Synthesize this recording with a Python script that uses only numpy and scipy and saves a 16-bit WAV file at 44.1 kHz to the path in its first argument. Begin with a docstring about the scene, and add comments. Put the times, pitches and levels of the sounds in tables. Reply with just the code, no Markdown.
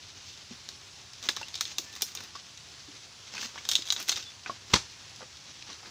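"""In a palm plantation, close to the crown: a steel blade on a long pole bites in, fibres snap and tear,
and the loosened fruit bunch knocks a frond stalk and thuds into the undergrowth. Snaps are clicks with a ring
and noisy splinters, knocks are decaying notes with noise, and leaves and tears are dense coloured clicks.
Trunks and ground scatter the near sounds as noise tails; hiss and rumble lie far off. The snaps have the
colour of a small, peaky microphone port, and a soft limit keeps the loudest cracks below full scale."""
import sys
import numpy as np
from scipy import signal
from scipy.fft import rfft, irfft, next_fast_len
from scipy.io import wavfile
from scipy.ndimage import uniform_filter1d, map_coordinates

SR = 44100
rng = np.random.default_rng(int(sys.argv[2]) if len(sys.argv) > 2 else 0)


def transcribe(u):
    """Save the signal u as a 16-bit wav file named by the first command-line argument.

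    u: samples, shape (n,) or (channels, n), limited to [-1, 1]; the rate is SR.
    q: integer samples, one column per channel.
    """
    v = np.clip(np.atleast_2d(u).T, -1, 1)
    q = np.round(v * 32767).astype(np.int16)
    wavfile.write(sys.argv[1], SR, q)


N = 260190

# colour of the far leaves and insects: (frequency [Hz], relative level [dB per Hz])
HISS_COLOUR = [(150, -24), (250, -16), (406, -5), (442, -10), (564, -7), (625, -11), (659, -6.5),
               (1010, -5.5), (2060, -5.5), (5340, -1), (7680, -8.5), (8820, -20.5), (9950, -15),
               (11400, -31), (15600, -25)]
# colour of the far rumble: (frequency [Hz], relative level [dB per Hz])
RUMBLE_COLOUR = [(12, -38), (20, -21), (32, -12), (44, -5), (98, 1.5), (140, -4), (236, -14), (300, -13),
                 (390, -21), (660, -120)]
# decay of the scatter among trunks and fronds: (frequency [Hz], time to fall 60 dB [s])
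GROVE_DECAY = [(300, 0.12), (2000, 0.04), (6000, 0.21), (15000, 0.19)]
# steady stir of the leaves: (time [s], level [dB])
STIR_LEVEL = [(0, -48.5), (.2, -51), (.45, -52), (.8, -53.5), (1.2, -52.5), (1.5, -48.5), (2.3, -52.5),
              (2.9, -53), (3.1, -55), (3.3, -50.5), (3.48, -52), (3.535, -57), (3.6, -50), (3.85, -48.5),
              (4.2, -65), (4.33, -50.5), (4.6, -52.5), (4.85, -50.5), (5.05, -52), (5.4, -53.5),
              (5.65, -50.5), (5.9, -62)]
# fibres tear and fronds scrape: (start [s], length [s], level [dB], treble re level [dB], body re level [dB])
TEARS = [(0.268, .02, -43.5, -12, -28), (0.525, .015, -48, -23, -10), (1.239, 0.061, -41.5, -8, -6.5),
         (1.366, 0.043, -45, -28, -7.5), (1.626, 0.063, -43.5, -10, -12.5), (1.794, 0.053, -49.5, -3, -7),
         (1.947, .012, -54, -13, -1), (2.066, 0.023, -46.5, -5, -10.5), (2.18, 0.024, -46.5, -15, -4),
         (2.221, 0.013, -47.5, -10, -5.5), (2.36, 0.0066, -46.5, -28, -9), (2.87, 0.087, -54, -22, -4.5),
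         (3.35, .05, -41.5, -12, -5.5), (3.409, 0.02, -35.5, -9, -16.5), (3.453, .015, -48, -13, -1.5),
         (3.564, 0.014, -43, -13, -6), (3.71, 0.014, -49.5, 9, 0), (3.73, 0.018, -42, -23, -23),
         (3.783, 0.033, -44.5, -11, -14), (3.884, 0.04, -47.5, 3, -8), (3.97, 0.04, -39, -11, -8.5),
         (4.072, 0.022, -45, -3, -22), (4.097, 0.017, -36, -17, -8.5), (4.172, 0.0051, -37.5, -12, -10),
         (4.229, 0.015, -43.5, -13, -25), (4.482, 0.014, -44.5, -30, -3), (4.708, 0.034, -42.5, -8, -6.5),
         (5.21, 0.011, -52, -27, -10), (5.47, 0.02, -49.5, -43.5, -9), (5.675, 0.055, -46.5, -21, -7),
         (5.832, 0.043, -49.5, -17, -2.5)]
# colour of leaf and fibre clicks within each register: (frequency [Hz], relative level [dB per Hz])
LEAF_COLOUR = [(120, -33.5), (200, -6), (462, -9.5), (690, -15), (874, -9), (1130, -8.5), (2250, -5.5),
               (2650, -1), (2900, -1), (3550, 0.5), (6240, 0), (9830, -36), (15500, -28.5)]
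# the blade whines along the fibre: (start [s], length [s], mean pitch [Hz], level [dB])
SQUEAKS = [(1.757, .02, 3700, -48), (1.845, .125, 1765, -56), (4.245, .065, 3480, -47)]
# the bunch crushes the undergrowth: (time [s], level [dB])
CRUSH_LEVEL = [(4.73, -66), (4.736, -18.5), (4.741, -9), (4.747, -27), (4.753, -28), (4.763, -23.5),
               (4.772, -33), (4.8, -44), (4.86, -54), (4.92, -73)]
# colour of crushed twigs and leaves: (frequency [Hz], relative level [dB per Hz])
CRUSH_COLOUR = [(240, -46), (400, -11), (697, -18), (906, -6), (1510, -10.5), (2970, -7.5), (3210, -6),
                (6440, -9.5), (11000, -41), (14800, -42), (16000, -44)]
# contacts with the soil: (time [s], level added to the soil modes [dB])
THUDS = [(4.732, -21), (4.739, -2), (4.756, -8.5)]
# modes of the soil: (frequency [Hz], level before the contact's own [dB], time to fall 60 dB [s])
SOIL_MODES = [(61.4, -31, 0.18), (91, -22.5, 0.098), (131, -17.5, 0.041), (195.4, -22, 0.069),
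              (300, -24, 0.029)]
# hollow knocks on stalk, pole and ground: (time [s], level [dB], pitch [Hz], overtone re note [dB],
# noise share [0-1])
KNOCKS = [(.510, -35.5, 228, -10.5, 0.2), (1.288, -17, 1930, -17, 0.55), (1.29, -34.5, 344, -32, 0),
          (1.414, -31.5, 905, -4, 0.2), (1.43, -26.5, 2740, -20.5, 0.23), (1.794, -39.5, 338, -27, .2),
          (2.025, -37, 420, -18, 0.33), (2.353, -33.5, 1114, -23, 0.34), (2.361, -35, 1160, -17, 0.07),
          (2.884, -44.5, 295, -24, 0.04), (2.941, -52, 300, -15, 0.4), (3.368, -26, 2510, -15, 0.5),
          (3.379, -22, 2580, -19, 0.55), (3.557, -37, 930, -24, 0.4), (3.578, -31, 1710, -21.5, 0.65),
          (3.5854, -33, 2240, -12, 0.2), (3.791, -39.5, 338, -17, 0.12), (4.461, -24, 1524, -8, .3),
          (4.465, -33, 1270, -1, 0.5), (4.497, -29.5, 684, 9.5, 0.22), (5.207, -41.5, 760, 2, .85),
          (5.2164, -42, 860, -9, 0.92), (5.225, -35, 510, -19, 0.4), (5.23, -43, 1180, -15, 0.2),
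          (5.698, -42, 1130, -15, 0.1), (5.69, -42, 297, -13, 0.64), (5.83, -42, 830, -20, 0.4)]
# fibre snaps: (time [s], level [dB], ring [Hz], relative treble [dB], relative body [dB])
SNAPS = [(0.689, -25.5, 4240, -11.5, -6.5), (1.134, -32, 4840, -17, -10), (1.2274, -28, 3630, -14, -15),
         (1.239, -28, 4330, -12, -9), (1.2682, -32, 3900, -25, -7), (1.2884, -9.5, 3900, -23, -24),
         (1.291, -16.5, 4100, -7, 2), (1.365, -22.5, 3930, -8, -18), (1.3697, -22.5, 3630, -25, 1.5),
         (1.4146, -29.5, 3370, -8, -8), (1.4838, -28.5, 3080, -12, -8), (1.5389, -38, 3700, -6, -14),
         (1.5425, -20, 4500, -33, -14), (1.5543, -18.5, 5070, -14.5, -9.5), (1.577, -29, 3730, -24, -16),
         (1.5874, -29, 3920, -28, -14), (1.6093, -12, 4160, -7, -5), (1.6533, -17, 3900, -30, -15),
         (1.7835, -12.5, 3900, -6.5, -10.5), (1.9277, -33, 5000, -7, -13), (1.9532, -30, 3710, -5, -25),
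         (1.9629, -29.5, 4380, -5, 0.5), (2.01, -28, 3520, -17, -2), (2.021, -12, 3300, 4, -12),
         (2.083, -38, 5070, -3, -3), (2.151, -24.5, 4860, 0.5, -6), (2.1733, -21, 3450, -38, -20),
         (2.2059, -32, 2470, -5, 1), (2.237, -36.5, 4990, 3, -10), (2.356, -30, 5000, -13, -9),
         (2.575, -29, 3440, -21, -18), (3.4293, -28, 4130, -5, 5.5), (3.6521, -23.5, 3380, -16, -3),
         (3.6896, -11, 3730, -4, -10), (3.7146, -11, 3550, -6, -15), (3.7202, -18, 4100, -11, -7),
         (3.734, -18.5, 4040, -10, -26), (3.754, -3, 3860, -18, -31), (3.7624, -14, 3570, -14, -14),
         (3.8221, -22, 3650, -23, -14), (3.8545, -31, 4820, -13, -5), (3.861, -33, 3700, -11, -10),
         (3.869, -33, 4800, -6, -14), (3.8751, -21, 3730, -25, -10), (3.8871, -23, 3700, -15, -6.5),
         (3.9036, -7.5, 3850, -25, -16), (3.9236, -11.5, 3800, -7.5, -7), (3.9636, -17, 3530, -47, -9),
         (3.9688, -28, 3850, -29, -1), (4.0012, -30, 4940, 6, 4), (4.027, -32, 3740, 9, -24),
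         (4.0802, -27, 3920, -3, -21), (4.086, -21, 2100, 2, -4.5), (4.0936, -6, 3800, -10, -11),
         (4.1175, -18.5, 4330, -8, -4), (4.1252, -14.5, 3580, -29, -8), (4.1594, -20, 4900, -19, -23),
         (4.1643, -21, 4860, -21, -9), (4.1713, -30, 2620, -2, 6.5), (4.2264, -28.5, 5030, -24, -11),
         (5.161, -32.5, 4900, -14, -17), (5.37, -34, 4700, -17, -7), (5.6245, -30, 2590, -36, -3.5),
         (5.731, -29.5, 4230, -23, -19)]
# colour of a snap through the microphone port, within each register:
# (frequency [Hz], relative level [dB per Hz])
PORT_COLOUR = [(120, -33.5), (300, -34), (1000, -22), (2000, -18), (3000, -8), (3700, -0.5), (4500, -11),
               (5300, -7), (6400, -3), (7600, -17), (9000, -17.5), (11800, -20), (14500, -13.5),
               (15500, -14), (16600, -28)]
# overall tone, weak in deep bass and falling above 15.5 kHz: (frequency [Hz], gain [dB])
OVERALL_TONE = [(20, -24), (42, -8), (58, -5), (80, 1), (15450, -2), (15650, -14), (16600, -16)]

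HISS_DB, RUMBLE_DB = -51.5, -61  # mean levels, about which they drift
STIR_TREBLE_DB, STIR_BODY_DB = -17, -13.5  # relative to the stir level
TEAR_RISE_DB_PER_S, TEAR_FALL_DB_PER_S = 475, 227
OVERTONE_RATIO = 1.62
# ring time of a -35 dB knock at 1 kHz; it goes as pitch ** -DAMPING
KNOCK_T60_AT_1K_S, DAMPING = 0.041, 0.18
HARD_SHORTER = 0.28  # dB of ring time lost per dB above -35: the contact damps hard blows
UPPER_DB, UPPER_FOLLOWS = 4, 0.28  # 5-8 kHz of a snap: base level, and dB gained per dB of treble
# splinter time at 0 dB of treble and body, and dB of time gained per dB of each
SPLINTER_T60_S, LONGER_BRIGHT, LONGER_DEEP = 0.043, 0.12, 0.24
SOFT_LIMIT, TOP_HZ = 0.8, 16650  # soft limit [amplitude] and upper limit of the sound [Hz]


def amp(db):
    """Gain of a level in dB."""
    return 10 ** (np.asarray(db) / 20)


def unit(x):
    """Scale to rms 1."""
    return x / np.sqrt(np.mean(x ** 2) + 1e-20)


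def along(points, hz):
    """Interpolate (Hz, value) points on a log frequency axis."""
    f, v = np.transpose(points)
    return np.interp(np.log(hz + 1), np.log(f + 1), v)


def level_curve(rows):
    """Interpolate (s, dB) rows at every sample, near silence outside them."""
    s, db = np.transpose(rows)
    return np.interp(np.arange(N) / SR, s, db, left=-120, right=-120)


def wobble(rate):
    """A smooth random curve with rate knots a second."""
    knots = rng.standard_normal(int(N * rate / SR) + 4)
    return map_coordinates(knots, [np.arange(N) * rate / SR])


def kernel(points):
    """Causal (minimum-phase) impulse response of a spectrum, folded through its cepstrum."""
    size = 4096
    spectrum = amp(along(points, np.fft.rfftfreq(size, 1 / SR)))
    cepstrum = irfft(np.log(spectrum + 1e-5))
    cepstrum[1:size // 2] *= 2
    cepstrum[size // 2 + 1:] = 0
    return irfft(np.exp(rfft(cepstrum)))


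def coloured(x, points):
    """Give x a causal colour."""
    return signal.fftconvolve(x, kernel(points))[:len(x)]


def band(x, lo_hz, hi_hz):
    """Causal band-pass."""
    return signal.sosfilt(signal.butter(3, [lo_hz, hi_hz], "band", fs=SR, output="sos"), x)


def registers(points, edges):
    """A click of the given colour, split at the given frequencies."""
    click = kernel(points)
    return [band(click, lo, hi) for lo, hi in zip(edges, edges[1:])]


def crackle(spread_db, share):
    """Tiny clicks of uneven size on a random share of all samples."""
    noise, size = rng.standard_normal((2, N))
    struck = rng.random(N) < share
    return unit(noise * struck * amp(spread_db * size))


def distance():
    """Far leaves and insects hiss in faint patches of time and pitch over a low rumble."""
    z = signal.stft(rng.standard_normal(N), nperseg=512)[2]
    patches = uniform_filter1d(rng.standard_normal(z.shape), 6, 0)
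    patches = uniform_filter1d(patches, 12, 1)
    patchy = signal.istft(z * amp(1.13 * unit(patches)), nperseg=512)[1][:N]
    hiss = amp(HISS_DB + 0.58 * wobble(4.25)) * unit(coloured(patchy, HISS_COLOUR))
    rumble = unit(coloured(rng.standard_normal(N), RUMBLE_COLOUR))
    return hiss + amp(RUMBLE_DB + 0.77 * wobble(6.02)) * rumble


def grove(x):
    """Trunks, fronds and ground scatter sound into decaying noise, a new tail for each quarter second."""
    out, hop = np.zeros(N + SR), SR // 4
    delay = 60  # samples
    for start in range(0, N, hop):
        hz, t, z = signal.stft(rng.standard_normal(SR // 2), SR, nperseg=128)
        decay = amp(-60 * t / along(GROVE_DECAY, hz)[:, None])
        tail = signal.istft(z * decay, SR, nperseg=128)[1]
        wet = signal.fftconvolve(x[start:start + hop], tail / np.linalg.norm(tail))
        begin = start + delay
        out[begin:][:len(wet)] += wet[:len(out) - begin]
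    return out[:N]


def rustle():
    """Dense fibre and leaf clicks come in clumps: a steady stir, and tears that swell, hold and fade."""
    t = np.arange(N) / SR
    stir_balance_db = np.array([[STIR_BODY_DB], [0], [STIR_TREBLE_DB]])
    power = amp(2 * (level_curve(STIR_LEVEL) + stir_balance_db))  # one row a register
    for s, length, db, treble_db, body_db in TEARS:
        before, after = np.maximum(s - t, 0), np.maximum(t - s - length, 0)
        loss_db = TEAR_RISE_DB_PER_S * before + TEAR_FALL_DB_PER_S * after
        balance_db = np.array([[body_db], [0], [treble_db]])
        power = power + amp(2 * (db - loss_db)) * amp(2 * balance_db)
    clumps_db = 2.2 * wobble(50) + 1.47 * wobble(250)
    grit = crackle(spread_db=3.0, share=0.2) * amp(clumps_db)
    clicks = registers(LEAF_COLOUR, [150, 2000, 8000, 18000])
    parts = [unit(signal.fftconvolve(grit, click)[:N]) for click in clicks]
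    return np.sum(np.sqrt(power) * parts, axis=0)


def squeaks():
    """The blade slides along the fibre and whines: a brief sine with a wavering pitch."""
    out, waver = np.zeros(N), wobble(99)
    for s, length, hz, db in SQUEAKS:
        start, size = round(s * SR), round(length * SR)
        pitch = hz * (1 + 0.0037 * waver[start:start + size])
        phase = 2 * np.pi * np.cumsum(pitch) / SR
        out[start:start + size] += amp(db) * signal.windows.tukey(size, 0.5) * np.sin(phase)
    return out


def landing():
    """The bunch crushes twigs and leaves in a crackle while decaying soil modes thump three times."""
    crush = unit(coloured(crackle(spread_db=1.5, share=0.28), CRUSH_COLOUR))
    out = amp(level_curve(CRUSH_LEVEL)) * crush
    t = np.arange(SR // 4) / SR
    thump = sum(amp(db - 60 * t / t60) * np.sin(2 * np.pi * hz * t) for hz, db, t60 in SOIL_MODES)
    for s, db in THUDS:
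        out[round(s * SR):][:len(t)] += amp(db) * thump
    return out


def knocks():
    """A struck body gives a short hollow note and overtone in a dull puff of noise around the pitch."""
    out, t = np.zeros(N + SR), np.arange(SR // 6) / SR
    for s, db, hz, overtone_db, noise_share in KNOCKS:
        t60 = KNOCK_T60_AT_1K_S * (hz / 1000) ** -DAMPING * amp(-HARD_SHORTER * (db + 35))
        envelope = amp(-60 * t / t60) * (1 - np.exp(-t / 0.0001))
        share = np.clip(noise_share, 0, 1)
        note = np.sin(2 * np.pi * hz * t)
        note += amp(overtone_db) * np.sin(2 * np.pi * OVERTONE_RATIO * hz * t)
        puff = unit(band(rng.standard_normal(len(t)), 0.5 * hz, 2 * hz))
        out[round(s * SR):][:len(t)] += amp(db) * envelope * ((1 - share) * note + share * puff)
    return out[:N]


def snaps():
    """A fibre breaks in one click with a brief ring, then splinters on in smaller, duller clicks."""
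    out, t = np.zeros(N + SR), np.arange(SR // 8) / SR
    click_size = 1024  # samples
    click_t = t[:click_size]
    ring_envelope = amp(-60 * click_t / 0.0046) * (1 - np.exp(-click_t / 0.00035))
    parts = registers(PORT_COLOUR, [150, 2000, 5000, 8000, 18000])
    body, middle, upper, treble = [part[:click_size] / np.abs(part).max() for part in parts]
    for s, db, hz, treble_db, body_db in SNAPS:
        noise, size = rng.standard_normal((2, len(t)))
        t60 = SPLINTER_T60_S * amp(LONGER_BRIGHT * treble_db + LONGER_DEEP * body_db)
        splinters = 0.091 * noise * amp(2.1 * size - 60 * t / t60)
        ring = np.sin(2 * np.pi * hz * click_t) * ring_envelope
        bright = amp(treble_db) * treble
        dull = amp(body_db) * body + 0.83 * middle
        dull += amp(UPPER_DB + UPPER_FOLLOWS * treble_db) * upper
        splinter_click = dull + 0.43 * middle + 0.069 * ring + 0.5 * bright
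        sound = signal.fftconvolve(splinters, splinter_click)
        sound[:click_size] += 0.54 * dull + 1.26 * ring + bright  # the first break
        out[round(s * SR):][:len(sound)] += amp(db) * sound
    return out[:N]


def scene():
    """Near sounds with their scatter, over the distance."""
    far = distance()
    near = rustle() + squeaks() + landing() + knocks() + snaps()
    return (far + amp(-6.5) * grove(near) + near)[None]


def record(dry):
    """Peaks are softly limited, deep bass is weak, treble drops above 15.5 kHz, none sounds above TOP_HZ."""
    soft = dry / (1 + np.abs(dry / SOFT_LIMIT) ** 4) ** (1 / 4)
    size = next_fast_len(N + 8192)
    hz = np.fft.rfftfreq(size, 1 / SR)
    tone = amp(along(OVERALL_TONE, hz)) * (hz < TOP_HZ)
    return irfft(rfft(soft, size) * tone, size)[:, :N]


dry = scene()
out = record(dry)
transcribe(out)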